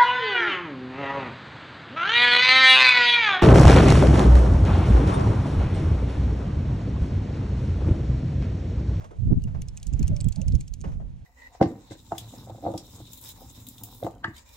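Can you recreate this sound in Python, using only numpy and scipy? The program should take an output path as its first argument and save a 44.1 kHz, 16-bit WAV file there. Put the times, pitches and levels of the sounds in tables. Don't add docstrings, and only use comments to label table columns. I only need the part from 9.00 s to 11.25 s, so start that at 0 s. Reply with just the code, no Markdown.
import sys
import numpy as np
from scipy import signal
from scipy.fft import rfft, irfft
from scipy.io import wavfile

SR = 44100
rng = np.random.default_rng(int(sys.argv[2]) if len(sys.argv) > 2 else 0)


def gain_from_db(level_db):
    decades = np.asarray(level_db, float) / 20
    return 10 ** decades


def pcm_store(signal):
    levels = np.round(np.clip(np.atleast_2d(signal), -1, 1) * 32767)
    wavfile.write(sys.argv[1], SR, levels.astype(np.int16).T)


N = 99225

# start_s [s], peak_db [dB], snap_hz [Hz], most excited frame pitch ring_hz [Hz]
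PAWL_DROPS = [(0.4217, -51, 4550, 6400), (0.4396, -39, 6060, 2840), (0.6201, -33, 6150, 2470),
              (0.6856, -33, 6050, 5300), (0.7745, -30.5, 6700, 6550), (0.8004, -47, 5400, 5300),
              (0.8305, -33.5, 6600, 6230), (0.8696, -30.5, 7370, 6700), (0.9361, -32.5, 6720, 6800),
              (0.9946, -34.5, 6500, 6800), (1.0297, -31, 6000, 6750), (1.0727, -39, 5700, 6450),
              (1.0799, -29, 6350, 6300), (1.1659, -31.5, 5720, 5290), (1.2049, -32.5, 4550, 7040),
              (1.2114, -29.5, 7610, 7550), (1.2439, -32, 8060, 7400), (1.2866, -32.5, 7630, 6400),
              (1.3257, -34, 5840, 6350), (1.3607, -33.5, 4800, 6550), (1.4171, -32, 5960, 6600),
              (1.4834, -33, 5160, 6500), (1.5225, -37, 4800, 5400), (1.5531, -30, 6050, 5250),
              (1.6101, -32, 7600, 6500), (1.6809, -38, 5900, 6510), (1.7392, -32, 6630, 6860),
              (1.8137, -36, 6800, 6800)]
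# start_s [s], peak_db [dB], snap_hz [Hz]
PAWL_SLIPS = [(0.617, -42, 7160), (0.6788, -52, 7000), (0.7695, -39, 7700), (0.8286, -51, 7700),
              (0.8676, -44, 7060), (0.8785, -45, 8300), (0.9298, -41.5, 6800), (0.993, -45, 6660),
              (1.0272, -39.5, 7200), (1.0633, -47, 4960), (1.163, -45, 5840), (1.208, -34.5, 4480),
              (1.2423, -49, 8450), (1.2845, -41, 7200), (1.3234, -34.5, 6840), (1.358, -45.5, 7000),
              (1.4133, -41.5, 7060), (1.4811, -35.5, 6700), (1.5487, -43, 7000), (1.6062, -38.5, 7560),
              (1.677, -48, 7700), (1.7368, -42, 4540), (1.807, -44, 6200)]
# pitch_hz [Hz], level_db [dB]
FRAME_MODES = [(2300, -2), (2880, -1), (3400, -3), (4490, -4), (5290, 0), (6450, 0), (7080, -2), (7850, -2),
               (8400, -3), (9100, -5)]
# frequency_hz [Hz], density_db [dB per Hz]
CRACK_COLOUR = [(1900, -41.5), (2350, -7), (3800, -10), (6500, -3), (8500, -3.5), (10500, -20.5),
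                (13000, -20.5), (15500, -23)]
# start_s [s], peak_db [dB], pitch_hz [Hz]
SPOOL_BODY = [(0.4209, -55.5, 2810), (0.4394, -43.5, 2840), (0.619, -43, 2296), (0.6843, -49, 3470),
              (0.7731, -43.5, 2520), (0.8295, -49, 3220), (0.8689, -57, 3300), (0.9353, -47.5, 2730),
              (0.9941, -48.5, 2290), (1.0291, -39, 2510), (1.0715, -50, 3280), (1.0789, -40.5, 2850),
              (1.1653, -44.5, 2390), (1.2047, -43, 2580), (1.2104, -47, 2330), (1.2426, -44, 3270),
              (1.2865, -43.5, 3300), (1.3249, -49, 2700), (1.3598, -47, 2220), (1.4162, -43, 2730),
              (1.4825, -45, 2400), (1.5214, -54, 2390), (1.5519, -46, 3320), (1.6087, -43, 2394),
              (1.6791, -50.5, 2940), (1.7384, -72, 3600), (1.8133, -59, 2570)]
# start_s [s], peak_db [dB], pitch_hz [Hz]
SPOOL_FLANGE = [
    (0.619, -45.5, 4340),
    (0.6849, -47.5, 4040),
    (0.775, -59, 4350),
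    (0.8275, -62, 4500),
    (1.0274, -41.5, 4360),
    (1.3249, -40, 4460),
    (1.6092, -46, 4360),
    (1.7357, -60, 4400),
]
# start_s [s], peak_db [dB], pitch_hz [Hz]
SPRING_GLINTS = [(.438, -48, 11270), (.619, -37, 9750), (.685, -49, 10900), (.8286, -40.5, 10270),
                 (.868, -41.5, 11400), (.9936, -43, 12200), (1.0794, -35.5, 9340), (1.2108, -58, 14700),
                 (1.2431, -46.5, 10200), (1.286, -42, 12000), (1.483, -42, 9900), (1.5524, -41.5, 10460)]
# centre_s [s], level_db [dB], pitch_hz [Hz]
LEFT_EDDIES = [(0.26, -22.5, 68), (0.299, -14.5, 99.3), (0.375, -14, 105.3), (0.318, -33.5, 373),
               (0.462, -28.5, 114), (0.485, -26, 95), (0.633, -34.5, 63), (0.935, -32.5, 168),
               (1.025, -21, 63.7), (1.064, -28, 75.5), (1.111, -18.5, 79.5), (2.02, -33, 130),
               (1.478, -29, 91), (1.515, -24, 95), (1.537, -22.5, 79), (1.599, -27, 99), (1.893, -30, 143)]
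# centre_s [s], level_db [dB], pitch_hz [Hz]
RIGHT_EDDIES = [(0.206, -20.5, 79.4), (0.265, -32.5, 161), (0.235, -18, 99.5), (0.274, -15.5, 98),
                (0.325, -9.5, 159), (0.417, -33, 72.8), (0.455, -24.5, 126.7), (0.524, -50, 74.6),
                (0.562, -22.5, 71.6), (0.607, -54, 68.4), (0.881, -19, 69), (0.944, -14, 85),
                (1.008, -16, 131), (1.052, -14, 81), (1.106, -18.5, 131), (1.136, -15.5, 61),
                (1.175, -22, 78), (1.212, -22, 84), (1.264, -12.5, 104), (1.3, -18, 64),
                (1.392, -20.5, 131.5), (1.474, -17.5, 58), (1.547, -10, 86.4), (1.723, -24, 70),
                (1.867, -26, 135), (1.975, -22, 69)]
# start_s [s], level_db [dB], left_minus_right_db [dB]
AIRFLOW = [(0, -41.5, -4), (.13, -48, -1), (.24, -31.5, -3.5), (.6, -29.5, -5), (.8, -43.5, -6.5),
           (.95, -30, -6.5), (1.25, -31.5, -1.5), (1.34, -41.5, -8.5), (1.5, -24, -7.5), (1.68, -43, -6.5),
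           (1.9, -30, -5), (2.2, -41, -3)]
# frequency_hz [Hz], density_db [dB per Hz]
AIRFLOW_COLOUR = [(20, -5), (45, 0), (150, -6), (330, -30.5), (600, -40), (1500, -72)]
# start_s [s], level_db [dB], t60_s [s], tilt_db [dB per octave]
HULL_KNOCKS = [
    (.004, -49, 0.49, 3.5),
    (0.041, -45, 0.11, 5.5),
    (0.107, -46.5, 0.29, -0.5),
    (0.471, -51, 0.32, 3.5),
    (0.543, -44.5, 0.23, 1.5),
    (1.838, -37.5, 0.24, 2),
    (1.872, -53.5, 0.5, 4.5),
    (1.915, -56.5, 0.32, 6),
    (1.997, -47, 0.25, -1.5),
]
# frequency_hz [Hz], density_db [dB per Hz]
HULL_COLOUR = [(150, -17.5), (300, 3), (600, 5.5), (1100, -3), (3000, -23), (4400, -32.5), (6100, -28.5),
               (12000, -57)]
# start_s [s], level_db [dB], t60_s [s], pitch_hz [Hz]
PANEL_HUMS = [
    (.006, -48.5, 0.26, 866),
    (.006, -54, 0.23, 586),
    (.04, -49, 0.092, 1110),
    (.108, -50, 0.33, 432),
    (1.105, -41, 0.36, 591),
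    (1.36, -53, 0.38, 866),
    (1.36, -47, 0.28, 624),
    (1.41, -42, 0.2, 570),
    (1.525, -35.5, 0.09, 480),
]
# start_s [s], whirr_db [dB], river_db [dB]
BED_LEVELS = [(0, -74.5, -66.5), (.6, -76, -64.5), (.9, -69.5, -63), (1.05, -73, -53.5),
              (1.4, -70.5, -54.5), (1.65, -70, -67), (1.8, -77, -72.5), (1.92, -75, -73), (2.1, -80.5, -72)]
# frequency_hz [Hz], density_db [dB per Hz]
RIVER_COLOUR = [(250, -6.5), (800, 4.5), (1100, -2.5), (3000, -10), (6400, -19), (13000, -50),
                (16000, -47.5)]
# frequency_hz [Hz], density_db [dB per Hz]
WHIRR_COLOUR = [(1500, -3.5), (2500, 7.5), (4200, 5.5), (5200, 0), (6300, 8.5), (9000, -0.5), (12000, -8),
                (16000, -45)]
# frequency_hz [Hz], phase by which left leads lead_rad [rad]
PORT_LEAD = [(340, 1.24), (1200, 2.56), (2300, 1.2), (4000, 0.62), (7000, 1.43), (13000, 0.26)]

SNAP_S, SNAP_DB = 0.00045, -3
CRACK_DB, CRACK_T60_S, FOCUS_DB = -4, 0.0045, 5
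RATTLE_DB, RATTLE_T60_S = -21, 0.04
RING_DB, RING_T60_S, PICK_DB = -13, 0.03, 40
BODY_T60_S, BODY_WIDTH_HZ = 0.024, 200
GLINT_T60_S, GLINT_WIDTH_HZ = 0.015, 1800
EDDY_S, EDDY_TRIM_DB = 0.058, -1
EDDY_FALL_DB, EDDY_RISE_DB, EDDY_TOP = 21, 1, 1.33
LEAK_DB, LEAK_HZ = -9.5, 230
RIVER_FOLLOWS, LOOSE_DB = 0.54, -5
REEL_PAN_DB, HULL_PAN_DB, UNLIKE_DB = -3, -4, -6


def at_hz(points, hz):
    f, v = np.transpose(points)
    return np.interp(np.log(np.maximum(hz, 1)), np.log(f), v)


def in_time(rows):
    s, *columns = np.transpose(rows)
    return [np.interp(np.arange(N) / SR, s, c) for c in columns]


def coloured(size, db_at):
    hz = np.arange(size // 2 + 1) * SR / size + 0.0019
    x = irfft(rfft(rng.standard_normal(size)) * gain_from_db(db_at(hz)), size)
    return x / np.sqrt(np.mean(x ** 2))


def resonance(hz, width_hz):
    return lambda f: -20 * np.log10(1 + ((f - hz) / width_hz) ** 2)


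def flicker(rate_hz, depth_db):
    points = rng.standard_normal(400)
    return gain_from_db(depth_db * np.interp(np.arange(N) * rate_hz / SR, np.arange(400), points))


def add(out, start_s, piece):
    i = max(int(start_s * SR), 0)
    out[..., i:i + piece.shape[-1]] += piece[..., :out.shape[-1] - i]


def dying(t60_s, rise_s, size):
    t = np.arange(size) / SR
    return (1 - np.exp(-(t / rise_s) ** 2)) * gain_from_db(-60 * t / t60_s)


def ports(x, pan_db):
    turn = np.exp(0.5j * at_hz(PORT_LEAD, np.arange(N // 2 + 1) * SR / N))
    left = irfft(rfft(x) * turn, N) * gain_from_db(pan_db / 2)
    right = irfft(rfft(x) / turn, N) * gain_from_db(-pan_db / 2)
    return np.array([left, right])


def contact_crack(snap_hz, focus_db):
    patches = 5.8 * rng.standard_normal(24)

    def colour(f):
        focus = -focus_db * np.log2(f / snap_hz) ** 2
        return at_hz(CRACK_COLOUR, f) + focus + np.interp(f / 1000, np.arange(24), patches)

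    noise = np.array([coloured(4096, colour) for _ in range(3)])
    return gain_from_db(CRACK_DB) * noise * dying(CRACK_T60_S, 0.00015, size=4096)


def contact_rattle():
    lumps = gain_from_db(4 * np.repeat(rng.standard_normal(128), 32))
    noise = np.array([coloured(4096, lambda f: at_hz(CRACK_COLOUR, f) - f / 1500) for _ in range(3)])
    return gain_from_db(RATTLE_DB) * noise * lumps * dying(RATTLE_T60_S, 0.00044, size=4096)


def frame_ring(favoured_hz):
    hz, db = np.transpose(FRAME_MODES)[:, :, None]
    pick_db = -np.minimum(PICK_DB * np.abs(np.log2(hz / favoured_hz)), 16)
    gain = gain_from_db(db + RING_DB + pick_db + rng.normal(0, 2, hz.shape))
    detuned_hz = hz * rng.normal(1, 0.012, hz.shape)
    modes = gain * np.sin(2 * np.pi * detuned_hz * np.arange(4096) / SR)
    return modes.sum(axis=0) * dying(RING_T60_S, 0.0004, size=4096)


def reel():
    near, loose, t = np.zeros(N), np.zeros((2, N)), np.arange(4096) / SR
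    slips = [(s, level, pitch, 0) for s, level, pitch in PAWL_SLIPS]
    for start_s, peak_db, snap_hz, ring_hz in list(PAWL_DROPS) + slips:
        snap = gain_from_db(SNAP_DB) * np.sin(2 * np.pi * snap_hz * t) * np.exp(-(t / SNAP_S - 1.5) ** 2)
        crack = contact_crack(snap_hz, FOCUS_DB if ring_hz else 3 * FOCUS_DB)
        ring = frame_ring(ring_hz or snap_hz)
        rattle = contact_rattle()
        add(near, start_s - SNAP_S, gain_from_db(peak_db) * (snap + crack[2] + ring + rattle[2]))
        add(near, start_s - 512 / SR, gain_from_db(peak_db - 10) * rattle[0][511::-1])
        add(loose, start_s - SNAP_S, gain_from_db(peak_db + UNLIKE_DB) * (rattle + crack)[:2])
    return ports(near, REEL_PAN_DB) + loose


def pings(rows, t60_s, width_hz, tone_db):
    out = np.zeros((3, N))
    for start_s, peak_db, hz in rows:
        noise = np.array([coloured(2048, resonance(hz, width_hz)) for _ in out])
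        noise[0] += gain_from_db(tone_db) * np.sin(2 * np.pi * hz * np.arange(2048) / SR)
        burst = noise * dying(t60_s, 0.00042, size=2048)
        add(out, start_s, gain_from_db(peak_db - 5.5) * burst / np.abs(burst).max(axis=1, keepdims=True))
    return ports(out[0], REEL_PAN_DB) + gain_from_db(UNLIKE_DB) * out[1:]


def spool():
    return pings(list(SPOOL_BODY) + list(SPOOL_FLANGE), BODY_T60_S, BODY_WIDTH_HZ, tone_db=8.5)


def spring():
    return pings(SPRING_GLINTS, GLINT_T60_S, GLINT_WIDTH_HZ, tone_db=-2)


def eddies(rows):
    out = np.zeros(N)
    lump = np.maximum(1 - ((np.arange(8192) - 4096) / SR / EDDY_S * 2) ** 2, 0) ** 2
    for centre_s, level_db, hz in rows:
        def colour(f):
            octaves = np.log2(f / (EDDY_TOP * hz))
            return np.minimum(EDDY_RISE_DB * octaves, -EDDY_FALL_DB * octaves)

        noise = coloured(8192, colour)
        noise = noise - np.sum(noise * lump) / np.sum(lump)
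        rms = np.sqrt(np.sum((noise * lump) ** 2) / np.sum(lump ** 2))
        add(out, centre_s - 4096 / SR, gain_from_db(level_db + EDDY_TRIM_DB) * noise * lump / rms)
    return out


def wind():
    level_db, pan_db = in_time(AIRFLOW)
    flow = []
    for side in (1, -1):
        gain = gain_from_db(level_db + side * pan_db / 2) * flicker(25.0, 0.76)
        flow.append(gain * coloured(N, lambda f: at_hz(AIRFLOW_COLOUR, f)))
    both = np.array(flow) + [eddies(LEFT_EDDIES), eddies(RIGHT_EDDIES)]
    high = signal.butter(2, LEAK_HZ, "high", fs=SR, output="sos")
    return both - gain_from_db(LEAK_DB) * signal.sosfilt(high, both[::-1])


def hull():
    out = np.zeros((3, N))
    low_pass = signal.butter(2, 1100, fs=SR, output="sos")
    for start_s, level_db, t60_s, tilt_db in HULL_KNOCKS:
        def colour(f):
            return at_hz(HULL_COLOUR, f) + tilt_db * np.log2(f / 600)

        noise = np.array([coloured(16384, colour) for _ in out])
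        low = signal.sosfilt(low_pass, noise)
        lumps = gain_from_db(1.2 * np.interp(np.arange(16384) / 200, np.arange(90), rng.standard_normal(90)))
        slow = low * dying(t60_s, 0.002, size=16384)
        fast = (noise - low) * dying(0.7 * t60_s, 0.0021, size=16384)
        add(out, start_s, gain_from_db(level_db) * lumps * (slow + fast))
    for start_s, level_db, t60_s, hz in PANEL_HUMS:
        noise = coloured(16384, resonance(hz, 35))
        add(out[0], start_s, gain_from_db(level_db) * noise * dying(t60_s, 0.0065, size=16384))
    return ports(out[0], HULL_PAN_DB) + gain_from_db(-5.5) * out[1:]


def bed():
    whirr_db, river_db = in_time(BED_LEVELS)
    river_db = river_db.min() + RIVER_FOLLOWS * (river_db - river_db.min())

    def one():
        river = flicker(6.75, 5.2) * coloured(N, lambda f: at_hz(RIVER_COLOUR, f))
        whirr = flicker(60.0, 3.5) * coloured(N, lambda f: at_hz(WHIRR_COLOUR, f))
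        return gain_from_db(river_db) * river + gain_from_db(whirr_db) * whirr

    return ports(one(), -2.5) + gain_from_db(LOOSE_DB) * np.array([one(), one()])


def scene():
    return wind() + bed() + hull() + reel() + spool() + spring()


def roll_off(x):
    return signal.sosfilt(signal.butter(12, 16190, fs=SR, output="sos"), x)


def record(dry):
    cut = signal.cheby2(12, 50, 16200, fs=SR, output="sos")
    mix = signal.sosfilt(cut, dry)
    return roll_off(mix)


dry = scene()
out = record(dry)
pcm_store(out)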